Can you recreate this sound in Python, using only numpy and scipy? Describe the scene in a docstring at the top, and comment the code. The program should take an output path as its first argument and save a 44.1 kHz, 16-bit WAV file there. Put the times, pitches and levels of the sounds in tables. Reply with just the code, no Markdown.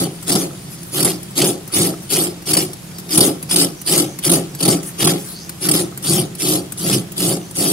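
"""In a kitchen, close by: half a coconut is scraped over a serrated metal grater.
In each stroke the teeth tear the flesh: random click trains, coloured by filters and blade resonances.
Now and then they snag and slip: a dip, a short rip and a thump. Jerks ring the modes of shell, stand and hollow.
Between strokes come light ticks, brushing and narrow swishes of hiss, over the quiet air of the room."""
import sys
import numpy as np
from scipy import signal
from scipy.fft import rfft, irfft
from scipy.io import wavfile
from scipy.ndimage import uniform_filter1d

SR = 44100
rng = np.random.default_rng(int(sys.argv[2]) if len(sys.argv) > 2 else 0)


def master(y):
    """Save y as 16-bit WAV."""
    cut = np.clip(np.atleast_2d(y).T, -1, 1)
    pcm = np.round(cut * 32767)  # scale
    wavfile.write(sys.argv[1], SR, pcm.astype(np.int16))


N = 340452
TIME = np.arange(N) / SR

# pushes of the coconut over the teeth; layer levels are relative to an ordinary stroke:
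# (start [s], length [s], gain from start to end [dB], crisp tearing [dB], coarse tearing [dB], shell [dB],
#  stand [dB], extra swell time [s], first bite before rip gain [dB], rubbing floor until next stroke [dB])
STROKES = [(-0.11, 0.14, -0.5, -2, -1.5, -1.5, 1.5, 0.0035, -20.0, -43.0),
           (0.286, 0.15, -13, -2.5, 0, 1.0, 1.0, 0.033, -20.0, -42.0),
           (0.935, 0.17, -8, 0.5, 2, 0.0, 0, 0.097, -24.0, -43.0),
           (1.3745, 0.13, -11.5, 1, 1, 4.5, 1, 0.055, -10.0, -46.0),
           (1.738, 0.13, -3.5, 1.5, 2, 1.5, 2.5, 0.041, -10.5, -42.0),
           (2.111, 0.15, -7.5, 0.0, 0.5, -0.5, -3.5, 0.037, -18.0, -51.0),
           (2.476, 0.15, -5, 0.0, 1, -1.5, -3.5, 0.048, -20.0, -44),
           (3.104, 0.16, 1.5, 4.0, 2.5, 3.5, -1.5, 0.072, -22.0, -44.0),
           (3.5112, 0.11, 4.0, 3.0, 2.0, -0.5, -2, 0.016, -5.0, -46.0),
           (3.8734, 0.13, 3.5, 2.0, 1.5, 0.5, -2.0, 0.027, -9.5, -46.0),
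           (4.2445, 0.11, 2.5, 1.5, 2.5, 1.5, 1.5, 0.02, -8.0, -46.0),
           (4.604, 0.12, 5.0, -1, 1.5, 1.0, 1.5, 0.026, -9.5, -42.0),
           (5, 0.11, -4.5, 2, 6, 4.0, 5.5, 0.054, -11.0, -43.0),
           (5.622, 0.18, 1.5, -2.0, 0, -1.0, -2, 0.033, -13.5, -51.0),
           (6.0413, 0.15, 2, -1.0, -0.5, -1.5, 3.0, 0.035, -17.0, -53.0),
           (6.399, 0.157, 2, -1.0, -3, -1, -3.5, 0.032, -15.0, -48.0),
           (6.794, 0.15, 12, -3.0, -4.5, -5.5, -1, 0.0, -20.0, -51.0),
           (7.179, 0.15, 1.0, -2, -3.0, -2, 0, 0.018, -21.0, -47.0),
           (7.566, 0.15, 4, -1.5, -3.0, -2.5, -3.5, 0.014, -18.0, -47.0)]
# a tooth snags and breaks free: (time [s], level before rip gain [dB], thump relative to that level [dB])
SNAGS = [(0.3199, -7.5, -1), (0.3531, -6.5, -1), (1.0272, -6.5, -13), (1.0474, -2.5, -4),
         (1.4175, -6.5, -8), (1.4434, -6, -21), (1.814, -8, -16), (2.5338, -1.5, -19), (2.5687, -1, -16),
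         (3.154, -12, -6), (3.175, 1, -1), (3.2061, 2.5, -5), (3.5598, 0, -18), (3.976, -8.5, -14),
         (4.295, -3, -7), (4.317, -5, -11), (4.6264, -5, -7), (4.652, -5, -8), (4.679, -4, 0),
         (5.044, -3, -4), (5.0713, -1, -20), (5.6868, -1.5, -19), (5.7134, -0.5, -13), (5.7357, -6, -8)]
# the coconut touches the teeth between strokes: (time [s], level before tick gain [dB])
TOUCHES = [(0.2266, -22), (0.831, -23), (1.2296, -21), (1.308, -26), (1.6766, -21), (2.4219, -28),
           (2.732, -19), (2.9832, -18), (2.9964, -24), (3.4264, -16), (3.815, -19.5), (4.1877, -15),
           (4.549, -19), (4.8302, -19), (5.4931, -15), (5.9748, -16.5), (6.351, -21), (6.721, -15.5),
           (7.119, -21), (7.51, -23)]
# resonances of the toothed blade: (frequency [Hz], width [Hz], level over the broad colour [dB])
BLADE = [(3460, 260, 1.5), (4606, 154, 7.5), (5160, 140, 7), (8230, 100, 9), (8936, 94, 10), (9320, 310, 6),
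         (10230, 240, 6.5), (10880, 180, 6)]
# colour of a light touch on the teeth: (frequency [Hz], level [dB])
TICK = [(400, -13), (1200, -6), (3000, -13.5), (5500, -8.5), (7000, -6.5), (10000, 1.5), (12500, -5),
        (15700, -7.5)]


def from_db(db):
    """Decibels to gain."""
    return 10 ** (np.asarray(db) / 20)


def rms_one(x):
    """Scale to unit power."""
    return x / np.sqrt(np.mean(x ** 2) + 1e-20)


def evened(x, window_s):
    """Divide out the slow level, keep the fast grain."""
    power = np.mean(np.atleast_2d(x) ** 2, axis=0)
    width = max(int(window_s * SR), 8)
    smooth_power = uniform_filter1d(uniform_filter1d(power, width), width)
    return x / np.sqrt(smooth_power + 1e-12)


def drift(knots_per_s):
    """Random curve of unit power, linear between knots."""
    knots = rng.standard_normal(8192)
    return rms_one(np.interp(TIME * knots_per_s, np.arange(len(knots)), knots))


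def highpassed(x, hz, order):
    """Butterworth bass cut below a corner."""
    return signal.sosfilt(signal.butter(order, hz, "high", fs=SR, output="sos"), x)


def convolved(x, response):
    """Causal filtering by an impulse response, one row per channel."""
    return signal.oaconvolve(np.atleast_2d(x), np.atleast_2d(response), axes=-1)[:, :N]


def coloured(x, spectrum, peaks=(), size=4096):
    """Minimum-phase filter of unit energy: a broad spectrum with resonances on top."""
    hz = np.fft.rfftfreq(size, 1 / SR) + 1   # +1 avoids log(0)
    points = np.array(spectrum)
    db = np.interp(np.log(hz), np.log(points[:, 0]), points[:, 1])
    for centre_hz, width_hz, peak_db in peaks:
        db = db + peak_db / (1 + (2 * (hz - centre_hz) / width_hz) ** 2)
    # folding the cepstrum forward in time gives minimum phase
    cepstrum = irfft(np.log(from_db(db)))
    cepstrum[1:size // 2] *= 2
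    cepstrum[size // 2 + 1:] = 0
    response = irfft(np.exp(rfft(cepstrum)))
    return convolved(x, response / np.linalg.norm(response))


def ring(force, modes):
    """Parallel two-pole resonators of alternating sign; gain offsets the energy build-up of narrow modes."""
    out = 0
    for k, (hz, width_hz, db) in enumerate(modes):
        radius = np.exp(-np.pi * width_hz / SR)
        poles = [1, -2 * radius * np.cos(2 * np.pi * hz / SR), radius * radius]
        mode = signal.lfilter([1, 0, -1], poles, force + 1e-18)
        out = out + (-1) ** k * from_db(db) * np.sqrt(1 - radius) * mode
    return out


def grains(per_s, spread_db):
    """Random clicks of uneven size and either sign."""
    size_db = spread_db * np.minimum(rng.exponential(1, N), 4)
    sizes = from_db(size_db) * rng.choice([-1, 1], N)
    return sizes * (rng.random(N) < per_s / SR)


def blows(times_s, levels_db):
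    """One click for each blow."""
    clicks = np.zeros(N)
    clicks[(np.asarray(times_s) * SR).astype(int)] = from_db(levels_db)
    return clicks


def bursts(rows, hold_s, fade_s):
    """Envelope of events that start at once, hold and decay exponentially."""
    out = np.zeros(N)
    for time_s, db, *_ in rows:
        first = int(time_s * SR)
        age_s = TIME[first:][:SR // 10] - time_s
        out[first:][:len(age_s)] += from_db(db) * np.exp(-np.maximum(age_s - hold_s, 0) / fade_s)
    return out


def swell(middle_s, half_s):
    """Cosine rise and fall of height one."""
    return np.cos(np.pi / 2 * np.clip((TIME - middle_s) / half_s, -1, 1))


def stroke_gain(shape, column):
    """Every stroke swells, arches while the pressure grows or eases, and dies away."""
    level_db, lead_s, attack_s, hold_s, release_db_per_s, arch_db = shape
    power = np.zeros(N)
    for start_s, length_s, lean_db, *levels_db, slow_s, _, _ in STROKES:
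        near = slice(max(int((start_s - .1) * SR), 0), int((start_s + .6) * SR))
        age_s = TIME[near] - start_s
        rise = np.clip((age_s + lead_s) / (attack_s + slow_s), 0, 1)
        place = np.clip(age_s / length_s, 0, 1) - .5   # -.5 at start, +.5 at end
        held_db = level_db + levels_db[column] + lean_db * place - arch_db * (2 * place) ** 2
        fall_db = release_db_per_s * np.maximum(age_s - length_s - hold_s, 0)
        power[near] += (rise * from_db(held_db - fall_db)) ** 2
    return np.sqrt(power)


def efforts(unsteady_db=0.6, fidget_db=2.5):
    """Levels in dB of crisp and coarse tearing, shell and stand: strokes over light handling between them."""
    # how each part answers a stroke: (level [dB], lead before start [s], attack [s], hold after end [s],
    #  release [dB/s], loss towards both ends [dB])
    crisp_shape = (-16.2, .024, .009, .001, 350, 1.8)
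    coarse_shape = (-25.3, 0.0265, .014, -.006, 187, 2.5)
    shell_shape = (-18.2, 0.02, 0.06, 0.0182, 185, 1.1)
    stand_shape = (-22.5, -0.01, 0, .023, 179, 1.6)
    coarse_rest_db, shell_rest_db, stand_rest_db = -50, -45, -37.5   # the hands never keep quite still
    starts_s, rub_db = np.array(STROKES)[:, 0], np.array(STROKES)[:, -1]
    stroke_index = np.searchsorted(starts_s, TIME) - 1
    rubbing = uniform_filter1d(from_db(rub_db)[stroke_index], SR // 20)
    grip = from_db(unsteady_db * drift(knots_per_s=45))
    fidget = from_db(fidget_db * drift(knots_per_s=22))
    rests = [rubbing] + [from_db(db) * fidget for db in (coarse_rest_db, shell_rest_db, stand_rest_db)]
    shapes = crisp_shape, coarse_shape, shell_shape, stand_shape
    pushes = [grip * stroke_gain(shape, column) for column, shape in enumerate(shapes)]
    return [20 * np.log10(np.hypot(push, rest)) for push, rest in zip(pushes, rests)]


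def sticking(stick_s=0.013):
    """Before a snag breaks free the teeth stand still: the harder the snag, the deeper the pause."""
    dip_db = np.zeros(N)
    pause = signal.windows.tukey(int(stick_s * SR), .4)
    for time_s, snag_db, _ in SNAGS:
        depth_db = np.clip(13 + snag_db, 2, 12)
        end = int(time_s * SR)
        dip_db[end - len(pause):end] -= depth_db * pause
    return from_db(dip_db)


def tearing(crisp_db, coarse_db, judder):
    """Cells burst in a fine crackle and fibres tear in a coarser one, both under the judder of the teeth."""
    # colours of the tearing flesh: (frequency [Hz], level [dB])
    crisp_colour = [(2000, -24.5), (3000, -7.2), (4000, -9.5), (4900, -7.5), (6000, -9), (7500, -8.5),
                    (8800, -5), (10000, -4.5), (11200, -3), (12500, -9), (14000, -13), (15700, -15.5)]
    coarse_colour = [(500, -5.5), (900, 0), (1300, -0.5), (1650, -3.5), (2100, 0.5), (2600, -0.5),
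                     (3200, 2.5), (3900, 0), (5000, -2.5), (6500, 1), (10000, -14)]
    jerky = from_db(1.5 * judder)
    cells = evened(grains(per_s=4000, spread_db=3.5) * jerky, window_s=.016)
    fibres = evened(grains(per_s=1100, spread_db=3.7) * jerky, window_s=.02)
    crisp = coloured(cells * from_db(crisp_db), crisp_colour, BLADE)
    coarse = coloured(fibres * from_db(coarse_db), coarse_colour, BLADE)
    return (crisp + coarse)[0] * sticking()


def catches(bite_thump_db=-16.0):
    """First bites and later snags: (time [s], level before rip gain [dB], thump relative to it [dB])."""
    bites = [(start_s, bite_db, bite_thump_db) for start_s, *_, bite_db, _ in STROKES if start_s > 0]
    return bites + SNAGS


def snaps():
    """A biting or freed tooth rips a short run of flesh; a light touch gives a small sharp tick."""
    # colour of a rip: (frequency [Hz], level [dB])
    rip_colour = [(400, -11), (1000, -2), (1700, -13.5), (3200, -3), (5000, -3.5), (6500, -10.5), (9000, 4),
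                  (11000, 0.5), (12500, -11), (15700, -12)]
    crackle = evened(grains(per_s=5000, spread_db=2.0), window_s=0.0018)
    rips = crackle * bursts(catches(), hold_s=.0055, fade_s=.003)
    ticks = crackle * bursts(TOUCHES, hold_s=.002, fade_s=.005)
    return (from_db(-8.4) * coloured(rips, rip_colour, BLADE) + from_db(-5.0) * coloured(ticks, TICK))[0]


def brushing():
    """Flesh slides lightly over the tips of the teeth between strokes: a fine bright crackle."""
    # brushes: (middle [s], half length [s], level [dB])
    brushes = [(0.235, 0.036, -37), (0.735, 0.04, -35), (0.88, .04, -36), (2.035, 0.023, -37),
               (4.87, .055, -29.5), (5.2, 0.038, -33), (5.29, 0.081, -32)]
    crackle = evened(grains(per_s=5000, spread_db=3.0), window_s=.012)
    envelope = sum(from_db(db) * swell(middle_s, half_s) for middle_s, half_s, db in brushes)
    return coloured(crackle * envelope, TICK)[0]


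def near_field(x, direct_db=-8.0, lead_s=.00041, near_t60_s=0.0028, size=2560):
    """Shell and hand scatter the sound; as they move the paths change, so notches and peaks keep shifting."""
    age_s, hop = TIME[:size // 4], size // 2
    decay = from_db(-60 * age_s / near_t60_s) + from_db(-9 - 60 * age_s / .03)   # fast and slow parts
    window = np.sin(np.pi * np.arange(size) / size)
    padded, out = np.pad(x, (hop, size)), np.zeros((2, N + 3 * size))
    for start in range(0, N + hop, hop):
        paths = rng.standard_normal((2, len(age_s))) * decay / np.linalg.norm(decay)
        paths[[0, 1], [0, int(abs(lead_s) * SR)]] += from_db(direct_db)   # the left microphone is nearer
        paths /= np.linalg.norm(paths, axis=1, keepdims=True)
        piece = signal.fftconvolve(padded[None, start:start + size] * window, paths, axes=-1)
        out[:, start:start + piece.shape[1]] += piece
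    return out[:, hop:hop + N]


def shaking(shell_db, stand_db, judder, thump_delay_s=0.00576, touch_thump_db=-7):
    """Uneven jerks ring shell and stand; bites, snags and touches add thumps, the rim adds dull bumps."""
    # modes of the hand-held shell on the blade, and of the stand: (frequency [Hz], width [Hz], level [dB])
    shell_modes = [(274.8, 20, -1.2), (296.6, 14.3, -1.5), (311.2, 7.6, -0.7), (338.4, 8.7, -3.3),
                   (365.2, 8.3, -1.7), (384.5, 9.2, -6), (415.8, 17, -6), (503.4, 34, -13),
                   (548.7, 14.8, -11), (646.2, 13.6, -14.5), (696, 11, -15.5), (739.5, 18, -17),
                   (798, 30, -14), (862, 10, -24.5)]
    stand_modes = [(106, 4.4, -15.5), (138.3, 12, -4), (151, 3.7, -5.5), (170, 7.5, 2.3), (202.2, 25, -7.5)]
    # the rim of the shell bumps the blade: (time [s], level before bump gain [dB])
    rim_bumps = [(0.508, -27), (1.702, -28), (1.939, -21), (5.8691, -30), (5.9244, -24.5)]
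    jerks = grains(per_s=450, spread_db=2.5) * from_db(2.1 * judder)
    shell = evened(ring(jerks, shell_modes), window_s=0.049) * from_db(shell_db)
    stand = highpassed(ring(jerks, stand_modes), hz=100, order=3)
    stand = evened(stand, window_s=0.032) * from_db(stand_db)

    contacts = catches() + [(time_s, db, touch_thump_db) for time_s, db in TOUCHES]
    times_s, levels_db, thump_db = np.transpose(contacts)
    thump_blows = blows(times_s + thump_delay_s, levels_db + thump_db)
    thumps = from_db(18.5) * ring(thump_blows, [(328, 120, -5.5), (167, 69, -2.5)])
    thumps = highpassed(thumps, hz=120, order=2)
    bump_modes = [(1270, 64, 3.5), (1510, 140, -12), (800, 50, -7)]
    bumps = from_db(7.0) * ring(blows(*np.transpose(rim_bumps)), bump_modes)

    # the shell also rocks sideways, which the two microphones hear in opposite phase
    rocking = evened(ring(grains(per_s=450, spread_db=7.0), shell_modes), window_s=0.032)
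    rocking = highpassed(rocking * from_db(shell_db), hz=510, order=6)
    middle = (shell + thumps + bumps) * from_db([[.9], [-.9]]) + stand * from_db([[-.9], [.7]])
    return middle + from_db(-2.5) * rocking * [[1], [-1]]


def hollow(shell_db, coarse_db, judder, level_db=-15.0):
    """The air in the shell rings, following the mean dB level of the shaking and the coarse tearing."""
    # modes of the air in the hollow: (frequency [Hz], width [Hz], level [dB])
    air_modes = [(1017, 120, -4.5), (1128, 51, -2), (1188, 34, -0.5), (1254, 68, -2), (1326, 50, 1)]
    jerky = from_db(2.3 * judder)
    knocks = np.array([ring(grains(per_s=700, spread_db=3.0) * jerky, air_modes) for side in range(2)])
    knocks = knocks + 0.1 * knocks[::-1]   # each microphone hears some of the other side
    return evened(knocks, window_s=0.04) * from_db((shell_db + coarse_db) / 2 + level_db)


def swishes(cutoff_hz=340):
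    """Low-passed hiss multiplied by a gliding sine: faint narrow bands that slide in pitch."""
    # swishes: (middle [s], half length [s], start frequency [Hz], end frequency [Hz], level [dB])
    glides = [(3.8, 0.044, 5900, 6200, -42.5), (4.107, .09, 6330, 6200, -44),
              (5.382, .1, 3880, 5370, -38.5), (5.42, 0.083, 6300, 6100, -43), (7.46, .07, 6000, 6200, -46)]
    out = np.zeros((2, N))
    lowpass = signal.butter(2, cutoff_hz, fs=SR, output="sos")
    hiss = rms_one(signal.sosfilt(lowpass, rng.standard_normal((2, N))))
    hiss = rms_one(hiss + .5 * hiss[::-1])   # partly shared between channels
    for middle_s, half_s, start_hz, end_hz, db in glides:
        hz = np.interp(TIME, [middle_s - half_s, middle_s + half_s], [start_hz, end_hz])
        carrier = np.sqrt(2) * np.sin(2 * np.pi * np.cumsum(hz) / SR)
        out += from_db(db) * swell(middle_s, half_s) * carrier * hiss
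    return out


def echoes(t60_s):
    """Dense decaying reflections of unit energy, different at each microphone."""
    age_s = TIME[:SR // 2]
    response = rng.standard_normal((2, len(age_s))) * from_db(-60 * age_s / t60_s)
    return response / np.sqrt(np.sum(response ** 2, axis=1, keepdims=True))


def kitchen(level_db=-37.5, wide_above_hz=450, width=0.94):
    """Still air of the room: filtered noise, its rumble nearly the same at both microphones, its hiss not."""
    # colour of the still kitchen: (frequency [Hz], level [dB])
    air_colour = [(20, -11), (40, -3), (70, 1.5), (130, 10.5), (250, 1), (600, -7), (1500, -11.5),
                  (4000, -14.5), (10000, -15.5), (15500, -22)]
    middle, side = rng.standard_normal((2, N))
    side = width * highpassed(side, hz=wide_above_hz, order=1)
    return from_db(level_db) * rms_one(coloured(middle + side * [[1], [-1]], air_colour))


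def scene():
    """The strokes drive tearing and shaking; the kitchen answers the shaking more than the rasp."""
    crisp_db, coarse_db, shell_db, stand_db = efforts()
    judder = drift(knots_per_s=190)
    teeth = tearing(crisp_db, coarse_db, judder) + snaps() + brushing()
    rasp = near_field(teeth) * from_db([[.5], [-.4]])
    body = shaking(shell_db, stand_db, judder) + hollow(shell_db, coarse_db, judder)
    room = convolved(from_db(-19) * rasp + from_db(-17) * body, echoes(t60_s=.3))
    return rasp + body + room + swishes() + kitchen()


def record(dry, cutoff_hz=15700):
    """The highest peaks clip, then a steep elliptic low-pass cuts the top."""
    lowpass = signal.ellip(10, .2, 70, cutoff_hz, fs=SR, output="sos")
    return signal.sosfilt(lowpass, np.clip(dry, -1, 1))


dry = scene()
out = record(dry)
master(out)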